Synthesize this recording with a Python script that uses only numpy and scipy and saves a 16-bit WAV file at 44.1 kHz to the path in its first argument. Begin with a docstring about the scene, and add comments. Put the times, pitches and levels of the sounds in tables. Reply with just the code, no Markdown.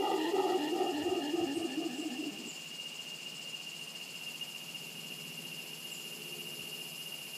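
"""In a forest, a howler monkey roars far off, sinking in pitch until the bout dies away. Its vocal folds
drive the resonances of the throat: raspy, booming out-strokes alternate with rising, hooted in-strokes.
Crickets and a pulsing bush-cricket chorus stridulate throughout. A small bird chips, leaves hiss,
a far motor drones, and light air nudges the microphone. Scattering by the trees adds reverberation."""
import sys
import numpy as np
from scipy import signal
from scipy.fft import rfft, irfft, next_fast_len
from scipy.io import wavfile
from scipy.ndimage import map_coordinates

SR = 44100
rng = np.random.default_rng(int(sys.argv[2]) if len(sys.argv) > 2 else 0)


def unload_wav(signal):
    """Save mono or channel-first audio to the path in sys.argv[1] as 16-bit WAV at rate SR, clipped to [-1, 1]."""
    wavfile.write(
        sys.argv[1],
        SR,
        np.round(np.clip(np.atleast_2d(signal).T, -1, 1) * 32767).astype(np.int16),
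    )


N = 325017

# out-strokes of the roar: first boom t/s, last boom t/s, boom count, effort/dB, mid-stroke swell/dB
ROAR_STROKES = [(.005, 0.151, 3, 0, -4), (0.343, .558, 5, 1, -0.5), (0.736, .897, 3, -1, 4),
                (1.067, 1.179, 3, -.5, 1), (1.346, 1.435, 3, -.5, 0.5), (1.572, 1.65, 3, -1.5, -3),
                (1.787, 1.861, 2, -3.5, 0), (1.997, 2.071, 2, -5.5, 2), (2.2, 2.279, 2, -6, 0),
                (2.404, 2.468, 2, -15, 0.5)]
# relaxation of the throat: t/s, frequency scale of its resonances
THROAT_SCALE = [(0, 1.025), (.5, 0.99), (1.15, 0.92), (1.8, .89), (2.5, 0.89)]
# throat resonances, breathing out and in: f/Hz, width/Hz, relative level/dB, exponent of the scale
OUT_FORMANTS = [(362, 130, 0, .9), (794, 112, -1, 1.1), (1243, 120, -13.5, 0), (1917, 120, -18, 0.7),
                (474, 48, -17.5, .9), (627, 68, -16, .6), (3300, 280, -20.5, 0.29), (4300, 1500, -22.5, 0)]
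IN_FORMANTS = [(395, 97, -1.5, .5), (648, 83, -8, 0.38), (857, 53, -2, 0.66), (1270, 160, -21.5, -1),
               (1844, 140, -5.5, 0.43), (3180, 580, -11, 0), (4050, 340, -13.5, -0.51)]
# bouts of the insect chorus: first pulse t/s, pulse rate/Hz
INSECT_BOUTS = [(.029, 14.75), (1.527, 14.86), (2.554, 14.79), (5.014, 14.88), (6.231, 15)]
# bands of the far crickets: f/Hz, width/Hz, level/dB
CRICKET_BANDS = [(2817, 87, -55.5), (2746, 56, -53.5), (2884, 170, -56), (2530, 170, -62), (2204, 24, -72)]
# loud chirps of the nearest cricket: t/s, level/dB
LOUD_CHIRPS = [(.8844, -45), (1.8363, -41), (2.2897, -44), (3.122, -46.5), (3.275, -47), (4.2757, -47.5),
               (4.421, -40), (4.7574, -42.5), (5.595, -44), (6.9912, -42)]
# bush-cricket wing resonances: f/Hz, width/Hz, relative level/dB
WING_MODES = [(4460, 140, -64.5), (5086, 210, -59.5), (4740, 960, -53.5), (6090, 2300, -62),
              (6950, 1210, -53), (7950, 136, -60.5), (9210, 450, -61), (14000, 900, -67)]
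# bird notes: t/s, duration/s, start f/Hz, end f/Hz, level/dB, direct-path gain/dB
BIRD_NOTES = [(1.534, 0.058, 7920, 8700, -51, -3), (1.9, .14, 7400, 7810, -54.5, -10.5),
              (2.469, 0.053, 8560, 6760, -47.5, 1.5), (3.75, .1, 7700, 9460, -57, -20),
              (5.896, 0.077, 8500, 6780, -50.5, 1)]
# loudness of the motor: t/s, drone level/dB, whine level/dB
MOTOR_LEVELS = [(0, -59, -69), (4.4, -60.5, -73.5), (5.2, -53, -63.5), (5.9, -59.5, -65), (6.4, -55, -56),
                (7.37, -64.5, -71.5)]
# speed of the motor: t/s, firing rate/Hz
FIRING_RATE = [(5.6, 14.5), (6.3, 14.72)]
# low resonances of the motor: f/Hz, width/Hz, relative level/dB
DRONE_MODES = [(146.4, 6.4, -9.5), (166.4, 19.3, -3), (235.3, 46, -6)]
# whining harmonics: multiple of the firing rate, relative level/dB
WHINE_ORDERS = [(24, -3), (28, -5.5), (29, -3)]
# spectra of the forest air and of the leaves: f/Hz, relative spectral density/dB
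AIR_SPECTRUM = [(25, -22), (60, -18), (100, -6), (160, 6.5), (300, 5), (700, 3), (1400, -3), (1950, -3.5),
                (2400, 3), (3200, 4), (3700, -3.5), (5000, 1), (8500, -7.5), (15000, -11.5)]
LEAF_SPECTRUM = [(4000, -21), (8500, -7.5), (10000, 6.5), (12000, 5.5), (14000, -1), (15200, -7.5)]
# loudness of the leaves: t/s, level/dB
LEAF_LEVELS = [(0, -60.5), (.9, -64), (2.7, -93), (4.2, -60), (6.4, -54), (7.37, -53)]
# puffs of air on the microphone: t/s, half width/s, level/dB
AIR_PUFFS = [(.38, 0.042, -65), (1.05, .09, -56), (1.44, 0.049, -53.5), (1.59, .023, -52),
             (6.62, .024, -61), (7.3, .1, -76)]
# reverberation among the trees: f/Hz, T60/s
FOREST_T60 = [(200, 1), (2000, 1), (8000, 0.66)]

# each FOLLOWS is the change of a level in dB per dB of effort
VOICE_HZ, SAG_HZ_PER_S, HZ_PER_DB = 395.6, 31, 5
BOOM_DB, BOOM_HALF_S, BOOM_ARCH = -31, 0.0145, 0.0395  # arch: fractional pitch drop at the flanks
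RASP_DB, RASP_FADE_DB_PER_S, RASP_FOLLOWS = -34.5, 3, 0.47
MOUTH_DB, CLOSING_DB_PER_S2, MOUTH_FOLLOWS = 0.2, 1.57, 0.3  # gain of the upper formants
OVERHANG_S, TURN_S = 0.022, 0.028  # rasp beyond the booms; pause between boom and in-stroke
HOOT_DB, HOOT_FOLLOWS, HOOT_RATIO, HOOT_RISE_PER_S = -38, 1.05, 0.82, 0.906  # ratio to the boom pitch
WHEEZE_DB, WHEEZE_FADE_DB_PER_S, WHEEZE_FOLLOWS = -41, 4, 0.66
JAW_DIP, JAW_LIFT_PER_S = 0.0245, 0.308  # fractional formant shift: mid-bark, through an in-stroke
CRICKET_HZ, CHIRP_S, CHIRP_EDGE_S = 2829, 0.027, 0.008
SOFT_CHIRP_DB, SOFT_SPREAD_DB = -56.5, 3.5
BUZZ_DB, BUZZ_DRIFT_DB = -55.5, 0.7
SECOND_VOICE_RATIO, SECOND_VOICE_DB = 1.25, -7
ECHO_DB, TOP_HZ = -14, 15250


def out_strokes():
    """Source-filter coupling: the throat sac booms in each bark; the closing mouth cuts upper formants."""
    drive = opening = booms = locked = dip = 0
    for first, last, count, effort_db, swell_db in ROAR_STROKES:
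        middle = (first + last) / 2
        rasp_db = RASP_DB - RASP_FADE_DB_PER_S * middle + RASP_FOLLOWS * effort_db
        mouth_db = MOUTH_DB - CLOSING_DB_PER_S2 * middle ** 2 + MOUTH_FOLLOWS * effort_db
        drive += amp(rasp_db) * gate(first - OVERHANG_S, last + OVERHANG_S, edge=0.024)
        opening += amp(rasp_db + mouth_db) * gate(first, last + OVERHANG_S, edge=0.094)
        dip += gate(first, last, edge=last - first)
        for progress in np.linspace(0, 1, round(count)):
            s = first + progress * (last - first)
            hz = voice_hz(s, effort_db) * (1 + 0.02 * rng.standard_normal())
            boom_db = BOOM_DB + effort_db + swell_db * np.sin(np.pi * progress)
            booms += amp(boom_db) * boom(s, hz)
            locked = np.maximum(locked, gate(s - BOOM_HALF_S, s + BOOM_HALF_S, edge=0.029))
    low, *upper = rasp(OUT_FORMANTS, flap_hz=95.17, jaw=1 - JAW_DIP * (dip - 0.5))
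    # while the sac booms, the folds lock to it and the low rasp gives way
    return drive * low * (1 - 0.58 * locked) + opening * sum(upper) + booms


def in_strokes():
    """Ingressive phonation: air drawn between barks sounds a rising hoot under a thinner rasp."""
    t, pitch = clock(), np.full(N, HOOT_RATIO * VOICE_HZ)
    hoot_gain, wheeze_gain, jaw = 0, 0, 1
    for previous, (first, _, _, effort_db, _) in zip(ROAR_STROKES, ROAR_STROKES[1:]):
        start, end = previous[1] + TURN_S, first - TURN_S
        middle = (start + end) / 2
        voiced, breath = gate(start, end, edge=0.025), gate(start, end, edge=0.048)
        glide = 1 + HOOT_RISE_PER_S * (t - middle)
        pitch = np.where(voiced > 0, HOOT_RATIO * voice_hz(middle, effort_db) * glide, pitch)
        hoot_gain += amp(HOOT_DB + HOOT_FOLLOWS * effort_db) * voiced
        wheeze_db = WHEEZE_DB - WHEEZE_FADE_DB_PER_S * middle + WHEEZE_FOLLOWS * effort_db
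        wheeze_gain += amp(wheeze_db) * breath
        jaw += JAW_LIFT_PER_S * (t - middle) * breath
    phase = phase_of(pitch * (1 + 0.03 * wobble(130)))
    shimmer = amp(2.2 * wobble(80))
    hoot = np.sqrt(2) * (np.sin(phase) + amp(-17.5) * np.sin(2 * phase) + amp(-15.5) * np.sin(3 * phase))
    wheeze = sum(rasp(IN_FORMANTS, flap_hz=109.64, jaw=jaw))
    return hoot_gain * shimmer * hoot + wheeze_gain * wheeze


def rasp(formants, flap_hz, jaw):
    """Forced resonance: chaotic vocal-fold pulses ring formants that shift with jaw and relaxing throat."""
    pulses = pulse_train(flap_hz * np.exp(0.45 * wobble(160))) * amp(3 * wobble(120))
    source = unit(pulses) + rng.standard_normal(N)
    scale, = curves(THROAT_SCALE)
    bands = []
    for hz, width, db, exponent in formants:
        waver = 1 + 0.35 * wobble(30) / np.sqrt(hz)
        position = np.cumsum(scale ** exponent * waver * jaw)  # reading faster raises the formant
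        bands.append(amp(db) * np.interp(position, np.arange(N), ring(source, hz, width)))
    return bands


def boom(s, hz):
    """Resonance of the throat sac: a round-topped tone burst at time s, its pitch arching over."""
    offset = (clock() - s) / BOOM_HALF_S
    near = np.abs(offset) < 3
    offset, burst = offset[near], np.zeros(N)
    phase = phase_of(hz * (1 - BOOM_ARCH * offset ** 2)) + 2 * np.pi * rng.random()
    burst[near] = np.sqrt(2) * np.exp(-np.abs(offset) ** 3) * np.cos(phase)
    return burst


def voice_hz(s, effort_db):
    """Pitch declination: the booms sink through the bout and with falling effort."""
    return VOICE_HZ - SAG_HZ_PER_S * s + HZ_PER_DB * effort_db


def crickets():
    """Tonal stridulation: a far chorus trills; the nearest cricket chirps on the beat, at times loudly."""
    pulse = insect_beat(lag=0.62, sharpness=2.5)
    throb = unit(1 + 0.35 * pulse)
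    trill = amp(-50.5) * tone(CRICKET_HZ, drift_hz=18, rate=90)
    soft = amp(SOFT_CHIRP_DB) * unit(pulse * amp(SOFT_SPREAD_DB * wobble(12)))
    loud = sum(amp(db) * gate(s - CHIRP_S / 2, s + CHIRP_S / 2, CHIRP_EDGE_S) for s, db in LOUD_CHIRPS)
    far = (noise_bands(CRICKET_BANDS) + trill) * throb
    nearest = np.maximum(soft, loud) * tone(CRICKET_HZ, drift_hz=9.88, rate=15)
    return far + nearest


def bush_crickets():
    """Broadband stridulation: files ring the wings tooth by tooth, pulsing between the crickets' beats."""
    teeth = sum(pulse_train(318.2 * (1 + 0.009 * wobble(170) + 0.008 * wobble(10))) for _ in range(3))
    scrape = unit(teeth) + 1.15 * rng.standard_normal(N)
    wings = tree_scatter(resonate(scrape, WING_MODES))
    pulsing = unit(0.55 + insect_beat(lag=0, sharpness=1.8))
    return unit(wings) * pulsing * amp(BUZZ_DB + BUZZ_DRIFT_DB * wobble(0.54))


def insect_beat(lag, sharpness):
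    """Synchrony: the insects share one pulse, of rms 1, that restarts with each bout; lag is in cycles."""
    t = clock()
    first, first_rate = INSECT_BOUTS[0]
    cycles = (t - first) * first_rate
    for s, rate in INSECT_BOUTS:
        cycles = np.where(t > s - 0.5 / rate, (t - s) * rate, cycles)
    return unit(np.abs(np.cos(np.pi * (cycles - lag))) ** sharpness)


def bird():
    """Frequency modulation: thin, fluttering slurs; notes from behind leaves arrive mostly as scatter."""
    sung, direct = np.zeros(N), np.zeros(N)
    for s, length, start_hz, end_hz, db, direct_db in BIRD_NOTES:
        progress = np.linspace(0, 1, int(length * SR))
        pitch = end_hz + (start_hz - end_hz) * (1 - progress) ** 2
        rising = end_hz > start_hz
        flutter = (0.025 if rising else 0.01) * wobble(900)[:len(progress)]
        note = np.sin(phase_of(pitch * (1 + flutter)))
        if rising:  # a hoarse second voice joins in
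            note += amp(SECOND_VOICE_DB) * np.sin(phase_of(SECOND_VOICE_RATIO * pitch * (1 + 2 * flutter)))
        note *= amp(db) * np.sqrt(2) * np.sin(np.pi * progress)
        sung[int(s * SR):][:len(note)] += note
        direct[int(s * SR):][:len(note)] += amp(direct_db) * note
    return direct + tree_scatter(sung)


def motor():
    """Periodic excitation: firings, smeared by the trees, drive low resonances; high orders whine."""
    drone_db, whine_db = curves(MOTOR_LEVELS)
    firing_hz, = curves(FIRING_RATE)
    firing = pulse_train(firing_hz)
    chug = 0.6 * firing + unit(tree_scatter(firing)) + 0.5 * rng.standard_normal(N)
    drone = resonate(chug, DRONE_MODES)
    whine = sum(amp(db) * tone(round(order) * firing_hz, drift_hz=1.45, rate=8)
                for order, db in WHINE_ORDERS)
    whine += noise_bands([(375, 230, -2.0)])
    return amp(drone_db) * drone + amp(whine_db) * whine


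def moving_air():
    """Flow noise: broadband forest air, hissing leaves and soft, low puffs on the microphone."""
    leaf_db, = curves(LEAF_LEVELS)
    leaves = amp(leaf_db + 0.64 * wobble(15)) * noise(LEAF_SPECTRUM)
    puffs = sum(amp(db) * np.exp(-((clock() - s) / width) ** 2) for s, width, db in AIR_PUFFS)
    buffet = puffs * noise([(25, -26), (60, -3), (110, 11), (170, 2), (400, -45), (1000, -90)])
    air = amp(-51.5 + 0.11 * wobble(3.3)) * noise(AIR_SPECTRUM)
    return air + leaves + buffet


def tree_scatter(x):
    """Reverberation: scatter from trunks and crowns decays exponentially, the treble soonest."""
    hz, t, spectra = signal.stft(rng.standard_normal(SR * 3 // 4), SR, nperseg=256)
    decay = amp(-60 * t / along(FOREST_T60, hz)[:, None])
    _, tail = signal.istft(spectra * decay, SR, nperseg=256)
    return signal.fftconvolve(x, tail / np.linalg.norm(tail))[:N]


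def ring(x, hz, width):
    """Resonance: x through four cascaded band-passes, at rms 1."""
    band = 2 * width
    return unit(filtered(x, lambda f: (1j * f * band / (hz * hz - f * f + 1j * f * band)) ** 4))


def resonate(x, modes):
    """Modal superposition: one excitation drives every resonance."""
    return sum(amp(db) * ring(x, hz, width) for hz, width, db in modes)


def noise_bands(bands):
    """Incoherent sum: independent noise drives each resonance."""
    return sum(amp(db) * ring(rng.standard_normal(N), hz, width) for hz, width, db in bands)


def noise(spectrum):
    """Spectral shaping: coloured noise of rms 1."""
    return unit(filtered(rng.standard_normal(N), lambda f: amp(along(spectrum, f))))


def filtered(x, response):
    """Linear filtering: the spectrum of x times a frequency response."""
    size = next_fast_len(N + SR // 2)
    return irfft(rfft(x, size) * response(np.fft.rfftfreq(size, 1 / SR)), size)[:N]


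def pulse_train(hz):
    """One impulse a cycle at a varying rate, rms 1."""
    return unit(np.diff(np.floor(np.cumsum(hz) / SR), prepend=0))


def tone(hz, drift_hz, rate):
    """Random frequency modulation of a sine of rms 1."""
    return np.sqrt(2) * np.sin(phase_of(hz + drift_hz * wobble(rate)))


def phase_of(hz):
    """Phase in radians, the time integral of frequency."""
    return 2 * np.pi * np.cumsum(hz) / SR


def gate(start, end, edge):
    """Trapezoidal window with ramps of edge seconds centred on start and end."""
    t = clock()
    return np.clip(np.minimum(t - start, end - t) / edge + 0.5, 0, 1)


def wobble(rate):
    """Smooth random fluctuation, rate knots a second."""
    knots = rng.standard_normal(4096)
    return map_coordinates(knots, [np.arange(N) * rate / SR], mode="wrap")


def along(points, hz):
    """Interpolation of (f/Hz, value) points on a logarithmic frequency axis."""
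    f, values = np.transpose(points)
    return np.interp(np.log(hz + 1), np.log(f + 1), values)


def curves(rows):
    """Interpolation in time: one curve for each column after t/s."""
    times, *columns = np.transpose(rows)
    return [np.interp(clock(), times, column) for column in columns]


def amp(db):
    """Amplitude ratio of a level in decibels."""
    return 10 ** (np.asarray(db) / 20)


def unit(x):
    """Normalisation to rms 1."""
    return x / np.sqrt(np.mean(x ** 2) + 1e-20)


def clock():
    """Time of each sample in seconds."""
    return np.arange(N) / SR


def scene():
    """Superposition: the monkey, its reverberation and the rest of the forest add in one channel."""
    monkey = out_strokes() + in_strokes()
    echo = amp(ECHO_DB) * tree_scatter(monkey)
    return (monkey + echo + bird() + crickets() + bush_crickets() + motor() + moving_air())[None]


def record(dry):
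    """Band limiting: an ideal low-pass keeps nothing above TOP_HZ."""
    return filtered(dry[0], lambda f: f < TOP_HZ)[None]


dry = scene()
out = record(dry)
unload_wav(out)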